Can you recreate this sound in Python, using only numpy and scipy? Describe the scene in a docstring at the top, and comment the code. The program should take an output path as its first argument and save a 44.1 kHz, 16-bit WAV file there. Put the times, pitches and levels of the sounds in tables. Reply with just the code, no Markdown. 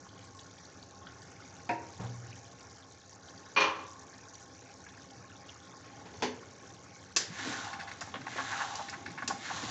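"""Tiled kitchen: curry simmers in a deep metal pan over a burner, with a low rush, fine sizzle and small pops.
Out of sight, kitchenware is put down four times: a clunk, a thud, a clattering steel dish, a knock.
Then a metal spatula clinks into the pan and scrapes along it three times, slopping the gravy about.
Rush, cracks and grating are filtered noise or clicks; bubbles are short pings; struck things ring in modes."""
import sys
import numpy as np
from scipy import signal
from scipy.io import wavfile
from scipy.ndimage import uniform_filter1d

SR = 44100
rng = np.random.default_rng(int(sys.argv[2]) if len(sys.argv) > 2 else 0)


def waveform_to_disk(signal):
    """Save audio, clipped to [-1, 1], as 16-bit WAV at the path in sys.argv[1]."""
    frames = np.transpose(np.atleast_2d(signal))
    scaled = np.clip(frames, -1, 1) * 32767
    samples = np.round(scaled).astype(np.int16)
    wavfile.write(sys.argv[1], SR, samples)


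N = 427769
TIME_S = np.arange(N) / SR

# All levels are relative, ahead of later mixing and filtering.
# Reverberation of the kitchen: freq_hz, t60_s
KITCHEN_T60 = [(100, 0.15), (400, 0.82), (1000, 0.57), (3000, 0.41), (8000, 0.27)]
# Air resonances of the bowl of the pan: freq_hz, width_hz, level_db
BOWL_RESONANCES = [(264, 20, 10), (700, 26, 11), (802.5, 25, 17.5), (864, 56, 10), (1078, 33, 14),
                   (1446, 156, 1.5), (1696, 140, 0.5), (2150, 60, 4)]
# Spectrum of the burner rush: freq_hz, density_db_per_hz
RUSH_COLOUR = [(25, -39), (50, -13.5), (64, -26), (78, -0.5), (118, -1.5), (140, -9), (190, -4.5),
               (230, -18), (300, -9.5), (520, -11), (700, -22.5), (1100, -26), (1700, -25), (2300, -26.5),
               (2800, -28.5), (3600, -31), (6500, -23), (8000, -43.5)]
RUSH_DB, HUM_HZ, HUM_DB = -53, 100, -63.5
# Colour of collapsing foam: freq_hz, density_db_per_hz
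FOAM_COLOUR = [(900, -19.5), (1500, -1.5), (2200, -2), (2800, -6), (3700, 2), (4500, -8), (5200, -7.5),
               (7000, -21)]
# Depth of the swells and lulls of the simmer: freq_hz, depth_db
PATCH_DEPTH = [(200, 1), (1400, 1.3), (2700, 3.3), (4200, 1.6), (6500, .8)]
# Course of the simmer: time_s, level_db
SIMMER_LEVEL = [(.6, -2), (2.3, -0.5), (3.05, -4), (3.35, -1), (4.4, -2.5), (5.5, -2.5), (6.1, 0),
                (6.8, -2)]
# Bubbles that burst loudest: start_s, level_db, pitch_hz
LOUD_POPS = [(.19, -42, 2200), (.391, -36, 3700), (.826, -38, 4280), (1.068, -36, 1460), (1.069, -42, 3380),
             (1.218, -37, 5040), (3.283, -39, 3700), (3.376, -39, 4900), (3.459, -42, 1710),
             (4.128, -40.5, 1760), (4.352, -34.5, 5850), (4.688, -41, 1550), (4.864, -36, 1690),
             (5.298, -41, 1550), (5.49, -33, 2950), (5.735, -39, 1120)]

# Things put down.
# Blows: start_s, level_db (dish also treble_db: lands flat, then strikes with its rim)
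CLUNK_HITS = [(1.692, -28.5), (1.712, -37.5), (1.739, -69)]
THUD_HITS = [(1.999, -37), (2.035, -40)]
DISH_HITS = [(3.563, -27.5, -12), (3.573, -25.5, -9), (3.603, -27, 2), (3.617, -27.5, -4.5),
             (3.641, -33.5, -15.5), (3.664, -41.5, -2.5)]
KNOCK_HITS = [(6.056, -48.5), (6.138, -49.5), (6.2, -51), (6.223, -26.5), (6.23, -33.5)]
# Spectra of the cracks: freq_hz, density_db_per_hz
CLUNK_SPECTRUM = [(70, -26), (200, -5), (320, -2.5), (560, 0), (700, -6), (960, 5), (1100, -20),
                  (1300, -13), (1750, -3.5), (2200, -9), (2600, -4.5), (3000, -26), (5000, -22.5),
                  (8000, -36)]
THUD_SPECTRUM = [(30, -14), (90, 6), (125, 9), (200, 6), (350, -8.5), (490, -1), (620, -4), (880, -1.5),
                 (1500, -13), (2500, -19), (6000, -33)]
DISH_SPECTRUM = [(80, -29), (250, -10), (420, -6.5), (680, -8.5), (1000, 3.5), (1400, -2.5), (1750, -4),
                 (2100, -5.5), (3000, -4), (3600, -11), (4400, -9.5), (4900, -16.5), (5600, -12),
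                 (6200, -11.5), (8000, -36)]
KNOCK_SPECTRUM = [(70, -25), (160, -9), (250, -2), (430, 2.5), (630, -7), (800, -3), (950, -0.5),
                  (1200, -13), (1700, -7.5), (3400, -12.5), (4000, -17.5), (4600, -13.5), (6500, -18),
                  (8000, -30)]
# Ringing modes: freq_hz, level_db, t60_s
CLUNK_RING = [(121.8, -14, 1), (327, -4, 0.51), (710, 2, 0.3), (939, 1.5, 0.44)]
THUD_RING = [(119.5, 5, 1.12), (104, -7, 0.8), (185, -6, 0.54), (468, -11.5, 0.61)]
DISH_RING = [(324, -20.5, 0.72), (420, -9.5, 0.34), (537, -12.5, 0.5), (831, -18.5, 0.5), (975, -13, 0.5),
             (1034, -15, 0.7), (1062, -15, 0.8), (1142, -14, 0.85), (1185, -18, 0.7), (1577, -15, 0.26),
             (1820, -16, 0.22), (2412, -2, 0.19), (2433, -2, 0.21), (2600, -17, .3), (2650, -14, .28),
             (2882, -13, 0.28), (3250, -16, .2), (3575, -19, 0.27), (4177, -21, 0.22), (4450, -19, 0.2),
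             (5400, -23, .16), (5717, -22, .16), (6035, -24, 0.35)]
KNOCK_RING = [(251, -8.5, 0.4), (431.5, -9.5, 0.3), (833, 1.5, 0.091), (2089, -22, 0.35), (2939, -21, 0.3),
              (3488, -18, 0.26), (4436, -17, 0.3), (5033, -15, .13), (5997, -20, .29), (6492, -23, .25)]
# Dish rocking to rest: first bounce, first gap, gap ratio and loss per bounce
RATTLE_S, RATTLE_DB, RATTLE_GAP_S, RATTLE_GAP_RATIO, RATTLE_LOSS_DB = 3.686, -48.5, 0.066, 0.57, 2.5

# Spatula on the pan, and its dull bumps under the gravy.
# Blows: start_s, level_db (bumps also treble_db)
CLINK_HITS = [(7.163, -25.5), (7.169, -25.5), (7.645, -51), (8.009, -41.5), (8.021, -50), (8.755, -43),
              (8.897, -43.5), (9.277, -31.5)]
BUMP_HITS = [(8.141, -38, 6), (8.157, -40.5, 6), (8.382, -41, 2), (8.402, -43.5, 3)]
# Spectra of the cracks: freq_hz, density_db_per_hz
CLINK_SPECTRUM = [(80, -17), (240, -2.5), (400, -0.5), (900, -5.5), (1100, -3.5), (1400, -1.5), (1800, 5),
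                  (2200, -1.5), (2700, 0), (4000, 4), (5200, 10), (6500, 8.5), (7500, 8), (8500, -21.5)]
BUMP_SPECTRUM = [(80, -13), (250, -4), (600, 6), (850, 3.5), (1700, 4), (2500, -2.5), (3300, 0),
                 (4500, -14), (8000, -36)]
# Ringing modes: freq_hz, level_db, t60_s
CLINK_RING = [(1120, -4, 0.073), (2640, -1, 0.056), (4920, 3.5, 0.052), (5350, -29, .25), (5300, -25, .25),
              (6560, -36, 0.2)]
BUMP_RING = [(266, -8, 0.34), (775, -7, 0.15), (1080, -1.5, .1)]

# Slops of gravy: start_s, swell_s, level_db, pitch_hz
GRAVY_SLOPS = [(7.386, 0.0096, -42.5, 2700), (7.455, 0.027, -37.5, 274), (7.728, 0.0081, -42.5, 3580),
               (7.789, 0.011, -41, 3360), (7.872, 0.0076, -41, 3200), (7.912, 0.005, -42, 3500),
               (8.01, 0.0086, -40.5, 1530), (8.07, 0.0086, -49, 1200), (8.209, 0.0037, -46, 3000),
               (8.265, 0.0072, -40, 1880), (8.356, 0.0076, -43, 404), (8.381, 0.01, -34.5, 1530),
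               (8.506, 0.018, -41, 1700), (8.598, 0.013, -35.5, 1740), (8.79, 0.0084, -39.5, 1000),
               (8.882, 0.006, -42, 3630), (8.926, 0.008, -40, 2100), (9.057, 0.0072, -40.5, 3030),
               (9.101, 0.0055, -51, 4000), (9.174, 0.0093, -39.5, 2290), (9.222, 0.005, -36, 1700),
               (9.28, 0.0098, -37, 270), (9.297, 0.01, -34.5, 1040), (9.451, 0.0062, -39, 3300),
               (9.497, 0.0086, -38.5, 1500), (9.624, 0.0075, -38.5, 295)]
DROPLETS_PER_S = 2500
# Strokes of the spatula: start_s, length_s, scrape_db
SPATULA_STROKES = [(7.3, 0.47, -37), (8.253, 0.66, -37), (9.358, 0.95, -35.5)]
STIR_START_S = SPATULA_STROKES[0][0]
GRATE_PEAK_SHARE = 0.39  # share of a stroke at which the blade grates hardest
DRAG_DB = -54  # the blade barely drags between strokes
# Colour of the grating blade: freq_hz, density_db_per_hz
SCRAPE_COLOUR = [(40, -16), (70, -14), (115, 9), (170, -12), (260, 6), (380, -5), (650, 2.5), (1400, 3.5),
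                 (1900, 3), (2450, 1), (3700, 5.5), (5000, 0), (6300, 4.5), (7400, 2.5), (8500, -25)]
# Resonances of the blade dragged on steel: freq_hz, width_hz, level_db
BLADE_RESONANCES = [(1810, 47, 4), (2780, 25, -2), (4000, 120, -12.5)]
# Gurgle, mostly falling along a stroke as the blade traps larger air pockets:
# time_s, pitch_hz, gurgle_db, glug_db
GURGLE_COURSE = [(7.29, 2170, -64, -36.5), (7.34, 1840, -51.5, -60), (7.47, 1810, -46.5, -51),
                 (7.58, 1480, -45, -60), (7.7, 1080, -45, -59), (7.8, 933, -49, -55),
                 (7.86, 890, -49.5, -67), (8.24, 2190, -85, -50.5), (8.32, 2100, -47.5, -51),
                 (8.45, 1670, -47, -65), (8.56, 1450, -42, -66), (8.66, 925, -44.5, -72),
                 (8.781, 850, -45.5, -63), (8.87, 803, -59, -59), (9.02, 850, -53, -54),
                 (9.13, 866, -57.5, -53), (9.37, 2320, -62, -48), (9.42, 2070, -55, -50.5),
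                 (9.5, 1550, -47, -55.5), (9.6, 1130, -48.5, -51), (9.69, 1030, -46, -50)]


def gain_of(db):
    """Decibels to gain."""
    return 10 ** (np.asarray(db) / 20)


def evened(x):
    """Scales to rms 1."""
    return x / np.sqrt(np.mean(x ** 2) + 1e-20)


def read(points, hz):
    """Reads a table on a log-frequency axis."""
    table_hz, value = np.transpose(points)
    return np.interp(np.log(hz + 1), np.log(table_hz + 1), value)


def add(mix, start_s, sound):
    """Mixes a sound in at start_s."""
    part = mix[max(round(start_s * SR), 0):][:len(sound)]
    part += sound[:len(part)]


def drift(per_s):
    """Slow random curve of rms 1, with per_s knots a second."""
    knots_s = np.arange(0, 11, 1 / per_s)
    return evened(np.interp(TIME_S, knots_s, rng.standard_normal(4096)[:len(knots_s)]))


def coloured(x, spectrum, size=4096):
    """Minimum-phase filter with the given spectrum; keeps the power of white noise."""
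    log_gain = np.log(gain_of(read(spectrum, abs(np.fft.fftfreq(size, 1 / SR)))))
    response = np.exp(np.conj(signal.hilbert(log_gain)))
    taps = np.fft.ifft(response).real[:size // 2]
    return signal.oaconvolve(x, taps / np.linalg.norm(taps))[:len(x)]


def resonate(x, hz, width_hz):
    """Fixed or moving resonance of gain 1: shifts to 0 Hz, smooths, shifts back."""
    turn = np.exp(2j * np.pi * np.cumsum(hz * np.ones(len(x))) / SR)
    r = np.exp(-np.pi * width_hz / SR)
    return 2 * (turn * signal.lfilter([1 - r], [1, -r], x / turn + 1e-18)).real


def rung(x, resonances):
    """A sound together with the resonances that it excites."""
    return x + sum(gain_of(db) * resonate(x, hz, width_hz) for hz, width_hz, db in resonances)


def bowl(x):
    """The hollow of the pan lends its air resonances to whatever sounds inside."""
    return rung(x, BOWL_RESONANCES)


def echoes(near_t60_s, wet_db):
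    """Impulse response: direct sound, a flurry off near surfaces, then the kitchen's tail."""
    t = TIME_S[:SR * 3 // 4]
    near, far = rng.choice([-1., 1.], (2, len(t)))
    near = near * gain_of(-60 * t / near_t60_s)
    near[0] = 6  # direct sound
    hz, at_s, bands = signal.stft(far, SR, nperseg=256)
    bands = bands * gain_of(-60 * at_s / read(KITCHEN_T60, hz)[:, None])
    far = signal.istft(bands, SR, nperseg=256)[1][:len(t)]
    far = far * np.minimum(t / 0.0013, 1)
    return near / np.linalg.norm(near) + gain_of(wet_db) * far / np.linalg.norm(far)


def reverberated(x, near_t60_s, wet_db):
    """A whole layer with its echoes."""
    return signal.oaconvolve(x, echoes(near_t60_s, wet_db))[:N]


def swarm(count, spread_db):
    """Draws bubbles: place 0-1, offset from the usual pitch, level in dB (a few are large)."""
    place, pitch, chance = rng.random((count, 3)).T
    offset = np.log((pitch + .02) / (1.02 - pitch)) / 2
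    return place, offset, -spread_db * np.log(chance + .03)


def pings(start_s, hz, db, cycles, rise, size):
    """Each bubble rings for a few cycles, its pitch rising as it reaches the surface."""
    t, hz = TIME_S[:size], hz[:, None]
    age = t * hz / cycles
    tone = np.sin(2 * np.pi * hz * t * (1 + rise * np.minimum(age, 10)))
    wave = gain_of(db)[:, None] * age * np.exp(-age) * tone
    at = (start_s * SR).astype(int)[:, None] + np.arange(size)
    return np.bincount(at.ravel(), wave.ravel(), N + size)[:N]


def scattered(start_s, hz, db, cycles, rise, size, near_t60_s, wet_db, count=10):
    """Bubbles lie in count spots of the pan, and each spot echoes in its own way."""
    out = 0
    for k in range(count):
        spot = pings(start_s[k::count], hz[k::count], db[k::count], cycles, rise, size)
        out = out + signal.oaconvolve(spot, echoes(near_t60_s, wet_db)[:SR // 4])[:N]
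    return out


def rush():
    """Burner's low rush under the pan: coloured noise, over a faint mains hum."""
    noise = evened(bowl(coloured(rng.standard_normal(N), RUSH_COLOUR)))
    noise = noise * gain_of(0.6 * drift(per_s=15))
    hum = np.sin(2 * np.pi * HUM_HZ * TIME_S) * gain_of(HUM_DB + 2 * drift(per_s=3.9))
    return gain_of(RUSH_DB) * noise + hum


def bubbling(centre_hz=1350, octaves=0.449, level_db=-59.0):
    """Bubbles of many sizes blip and overlap all over the surface of the gravy."""
    place, pitch, db = swarm(count=3800, spread_db=3.9)
    hz = centre_hz * 2 ** (octaves * pitch)
    blips = pings(place * N / SR, hz, db - 1.2 * pitch ** 2, cycles=2.4, rise=.012, size=1200)
    blips = blips * gain_of(1.5 * drift(per_s=30))
    blips = evened(reverberated(bowl(blips), near_t60_s=0.00039, wet_db=-9.0))
    return gain_of(level_db + 0.47 * drift(per_s=4.1)) * blips


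def foam(level_db=-65.5, low_hz=1400, high_hz=4800, cluster_s=.022, count=5):
    """Foam collapses in surges: a few like-sized bubbles go at once, with quiet gaps between."""
    place, _, db = swarm(count=1200, spread_db=2.3)
    size = np.repeat(rng.random(len(db)), count)
    delay, detune = rng.random((len(size), 2)).T
    hz = low_hz * (high_hz / low_hz) ** (size + 0.2 * (detune - .5))
    start_s = np.repeat(place, count) * N / SR + cluster_s * delay ** 2
    snaps = scattered(start_s, hz, np.repeat(db, count) - 8 * delay, cycles=2.2, rise=.006,
                      size=500, near_t60_s=.004, wet_db=-13, count=4)
    surges = gain_of(5 * np.tanh(drift(per_s=10)))
    return gain_of(level_db) * evened(coloured(snaps, FOAM_COLOUR) * surges)


def sizzle(level_db=-60.0, low_hz=2900, usual_hz=6300, high_hz=7680):
    """Tiny bubbles snap at the hot rim, each a ping of a few cycles; larger, lower ones are rare."""
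    place, _, db = swarm(count=7000, spread_db=3.8)
    hz = rng.triangular(low_hz, usual_hz, high_hz, len(db))
    snaps = scattered(place * N / SR, hz, db + 4 * np.log2(hz / usual_hz), cycles=1.7, rise=.006,
                      size=200, near_t60_s=.016, wet_db=-12)
    snaps = evened(snaps * gain_of(1.5 * drift(per_s=23)))
    return gain_of(level_db + .5 * drift(per_s=1.0)) * snaps


def patchy(x, size=12):
    """Bubbles of each size come and go: bands some 500 Hz wide swell and sink over about 0.1 s."""
    hz, _, bands = signal.stft(x, SR, nperseg=1024, noverlap=512)
    field = uniform_filter1d(rng.standard_normal(bands.shape), size, axis=0)
    field = evened(uniform_filter1d(field, size - 4, axis=1))
    # lulls go deeper than swells rise
    change_db = np.minimum(field, 1) * read(PATCH_DEPTH, hz)[:, None]
    return signal.istft(bands * gain_of(change_db), nperseg=1024, noverlap=512)[1][:N]


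def pops(length_s=.0055, breadth=.28):
    """Films of gravy tear: short spits of noise around the pocket's pitch; big pockets last longer."""
    t, out = TIME_S[:SR // 6], np.zeros(N)
    for start_s, db, hz in LOUD_POPS:
        spit = resonate(rng.standard_normal(len(t)), hz, hz * breadth)
        spit = evened(resonate(spit, hz, hz * breadth))
        rise = 1 - np.exp(-6 * t / length_s)
        decay = np.exp(-t / length_s * np.sqrt(hz / 2000))
        add(out, start_s, .5 * gain_of(db) * spit * rise * decay)
    return reverberated(out, near_t60_s=0.013, wet_db=-10)


def simmer():
    """Rush, bubbles and foam follow the simmer's course; sizzle and pops lie on top."""
    course = gain_of(np.interp(TIME_S, *np.transpose(SIMMER_LEVEL)))
    return patchy((rush() + bubbling() + foam()) * course + sizzle()) + pops()


def crack(colour, near_t60_s, wet_db, db, treble_db=0):
    """One blow and its echoes; a harder contact has more treble, from 4.5 kHz up."""
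    colour = [(hz, level_db + treble_db * np.clip(hz / 1500 - 3, 0, 1)) for hz, level_db in colour]
    return gain_of(db) * coloured(echoes(near_t60_s, wet_db), colour) * np.sqrt(SR / 100)


def struck(blows, colour, modes, near_t60_s, wet_db, ring_db):
    """Each blow gives a coloured crack that echoes, and feeds energy to the thing's ringing modes."""
    t, out, ring = TIME_S[:SR], np.zeros(N), np.zeros(N)
    for start_s, *strength in blows:
        add(out, start_s, crack(colour, near_t60_s, wet_db, *strength))
    for hz, level_db, t60_s in modes:
        energy = np.zeros(N)
        build_up = np.minimum(t * hz / 3, 1)  # over three cycles
        decay = gain_of(level_db - 60 * t / t60_s) * build_up
        for start_s, db, *_ in blows:
            add(energy, start_s, (gain_of(db) * decay) ** 2)
        live = np.flatnonzero(energy)
        flutter = 0.49 * drift(per_s=np.sqrt(hz))[live]  # reflections make the ring waver
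        phase = 2 * np.pi * hz * TIME_S[live]
        ring[live] += np.sqrt(energy[live]) * (np.sin(phase) + flutter * np.cos(phase))
    return out + gain_of(ring_db) * ring


def rattle(count=6):
    """Bounces (start_s, level_db) of a dish that rocks to rest, ever closer and weaker."""
    k = np.arange(count)
    gaps_s = RATTLE_GAP_S * RATTLE_GAP_RATIO ** k
    return list(zip(RATTLE_S + np.cumsum(gaps_s) - gaps_s, RATTLE_DB - RATTLE_LOSS_DB * k))


def kitchenware():
    """Things put down across the kitchen: struck modes, heard mostly through the room."""
    clunk = struck(CLUNK_HITS, CLUNK_SPECTRUM, CLUNK_RING, near_t60_s=0.15, wet_db=-6.5, ring_db=-6.0)
    thud = struck(THUD_HITS, THUD_SPECTRUM, THUD_RING, near_t60_s=0.2, wet_db=-6.0, ring_db=-4.0)
    dish_hits = list(DISH_HITS) + rattle()
    dish = struck(dish_hits, DISH_SPECTRUM, DISH_RING, near_t60_s=0.23, wet_db=-1, ring_db=-0.5)
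    knock = struck(KNOCK_HITS, KNOCK_SPECTRUM, KNOCK_RING, near_t60_s=0.23, wet_db=-7.5, ring_db=0.0)
    return clunk + thud + dish + knock


def gravy():
    """Gurgle pitch (Hz), gurgle level (dB) and glug level (dB), sample by sample."""
    time_s, *columns = np.transpose(GURGLE_COURSE)
    return [np.interp(TIME_S, time_s, column) for column in columns]


def sloshing(centre_hz=235, octaves=0.69):
    """Once stirred, the body of the gravy rocks in the pan with low, soft glugs."""
    place, pitch, db = swarm(count=420, spread_db=3.4)
    start_s = STIR_START_S + place * (N / SR - STIR_START_S)
    hz = centre_hz * 2 ** (octaves * pitch)
    glugs = pings(start_s, hz, db, cycles=1.0, rise=0.0071, size=2400)
    _, _, glug_db = gravy()
    return gain_of(glug_db) * glugs / np.std(glugs[TIME_S > STIR_START_S])


def slops(deep_db=-30, body_db=-2, top_db=-19, lumpy_db=1.5):
    """Gravy slaps off the blade: a broad, lumpy spatter that swells and is soon gone."""
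    t, out = TIME_S[:SR // 5], np.zeros(N)
    for start_s, swell_s, db, hz in GRAVY_SLOPS:
        colour = [(hz / 6, deep_db), (hz / 2, body_db), (hz, 0), (hz * 3, top_db)]
        droplets = rng.standard_normal(len(t)) * (rng.random(len(t)) < DROPLETS_PER_S / SR)
        spatter = evened(bowl(coloured(droplets, colour)))
        add(out, start_s, gain_of(db) * spatter * t / swell_s * np.exp(1 - t / swell_s))
    lumps = gain_of(lumpy_db * drift(per_s=370) - 1.5)
    return reverberated(out * lumps, near_t60_s=0.006, wet_db=-9.0)


def spatula_blows():
    """The spatula clinks on the pan, and bumps it dully under the gravy."""
    clinks = struck(CLINK_HITS, CLINK_SPECTRUM, CLINK_RING, near_t60_s=0.055, wet_db=-2.5, ring_db=-5.0)
    bumps = struck(BUMP_HITS, BUMP_SPECTRUM, BUMP_RING, near_t60_s=0.097, wet_db=-9.5, ring_db=0.5)
    return clinks + bumps


def clicks(per_s, spread_db):
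    """Random clicks of either sign, most small and a few large."""
    size = gain_of(spread_db * np.minimum(rng.exponential(1, N), 4))
    return size * rng.choice([-1, 1], N) * (rng.random(N) < per_s / SR)


def arch(share, peak, sharpness):
    """Rises from nothing to 1 at the peak of a stroke and dies away by its end."""
    return np.sin(np.pi / 2 * np.interp(share, [0, peak, 1], [0, 1, 0])) ** sharpness


def strokes():
    """Level of the grating (dB): every stroke follows the same course."""
    grate = np.zeros(N)
    for start_s, length_s, db in SPATULA_STROKES:
        grate += gain_of(db) * arch((TIME_S - start_s) / length_s, GRATE_PEAK_SHARE, sharpness=0.71)
    return 20 * np.log10(np.hypot(grate, gain_of(DRAG_DB)))


def grating(scrape_db=-6, hollow_db=-14):
    """The blade grates over the pan: dense clicks ring the blade and, faintly, the pan's hollow."""
    grit = rung(coloured(clicks(3200, spread_db=3.0), SCRAPE_COLOUR), BLADE_RESONANCES)
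    grit = evened(grit + gain_of(hollow_db) * bowl(grit))
    waver_db = 0.46 * drift(per_s=69) + 0.87 * drift(per_s=14)
    return grit * gain_of(scrape_db + strokes() + waver_db)


def gurgling(pocket_db=-10, pocket_width_hz=170):
    """Pushed gravy froths in pings; the air pocket behind the blade sings as resonant noise."""
    gurgle_hz, gurgle_db, _ = gravy()
    place, pitch, db = swarm(count=3000, spread_db=3.2)
    start_s = STIR_START_S + place * (N / SR - STIR_START_S)
    hz = np.interp(start_s, TIME_S, gurgle_hz) * 2 ** (.42 * pitch)
    froth = bowl(pings(start_s, hz, db + 5 * np.log2(hz / 1000), cycles=1.2, rise=0.006, size=600))
    # level the froth over time, so that gurgle_db sets its course
    froth = froth / np.sqrt(abs(uniform_filter1d(froth ** 2, size=4000)) + 1e-3)
    pocket = resonate(rng.standard_normal(N), gurgle_hz, pocket_width_hz)
    pocket = evened(resonate(pocket, gurgle_hz, pocket_width_hz))
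    gurgle = 0.9 * froth + gain_of(pocket_db) * pocket * gurgle_hz / 1200
    return gurgle * gain_of(gurgle_db + 0.62 * drift(per_s=37))


def stirring():
    """Grating and gurgling, faded in just before the first stroke, with their echoes."""
    in_pan = np.clip((TIME_S - STIR_START_S) / 0.088 + 1, 0, 1)
    return reverberated(in_pan * (grating() + gurgling()), near_t60_s=0.0005, wet_db=-7)


def scene():
    """Simmer, kitchenware and spatula at one microphone."""
    return (simmer() + kitchenware() + sloshing() + slops() + spatula_blows() + stirring())[None]


def record(dry, bass_hz=48, treble_hz=7550, edge_hz=8400):
    """Small microphone: little deep bass, treble rolled off up to the band limit."""
    thin = signal.sosfilt(signal.butter(2, bass_hz, "highpass", fs=SR, output="sos"), dry)
    soft = signal.sosfilt(signal.butter(8, treble_hz, fs=SR, output="sos"), thin)
    band_limit = signal.firwin(255, edge_hz, window=("kaiser", 8), fs=SR)
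    return signal.oaconvolve(soft, band_limit[None], "same")


dry = scene()
out = record(dry)
waveform_to_disk(out)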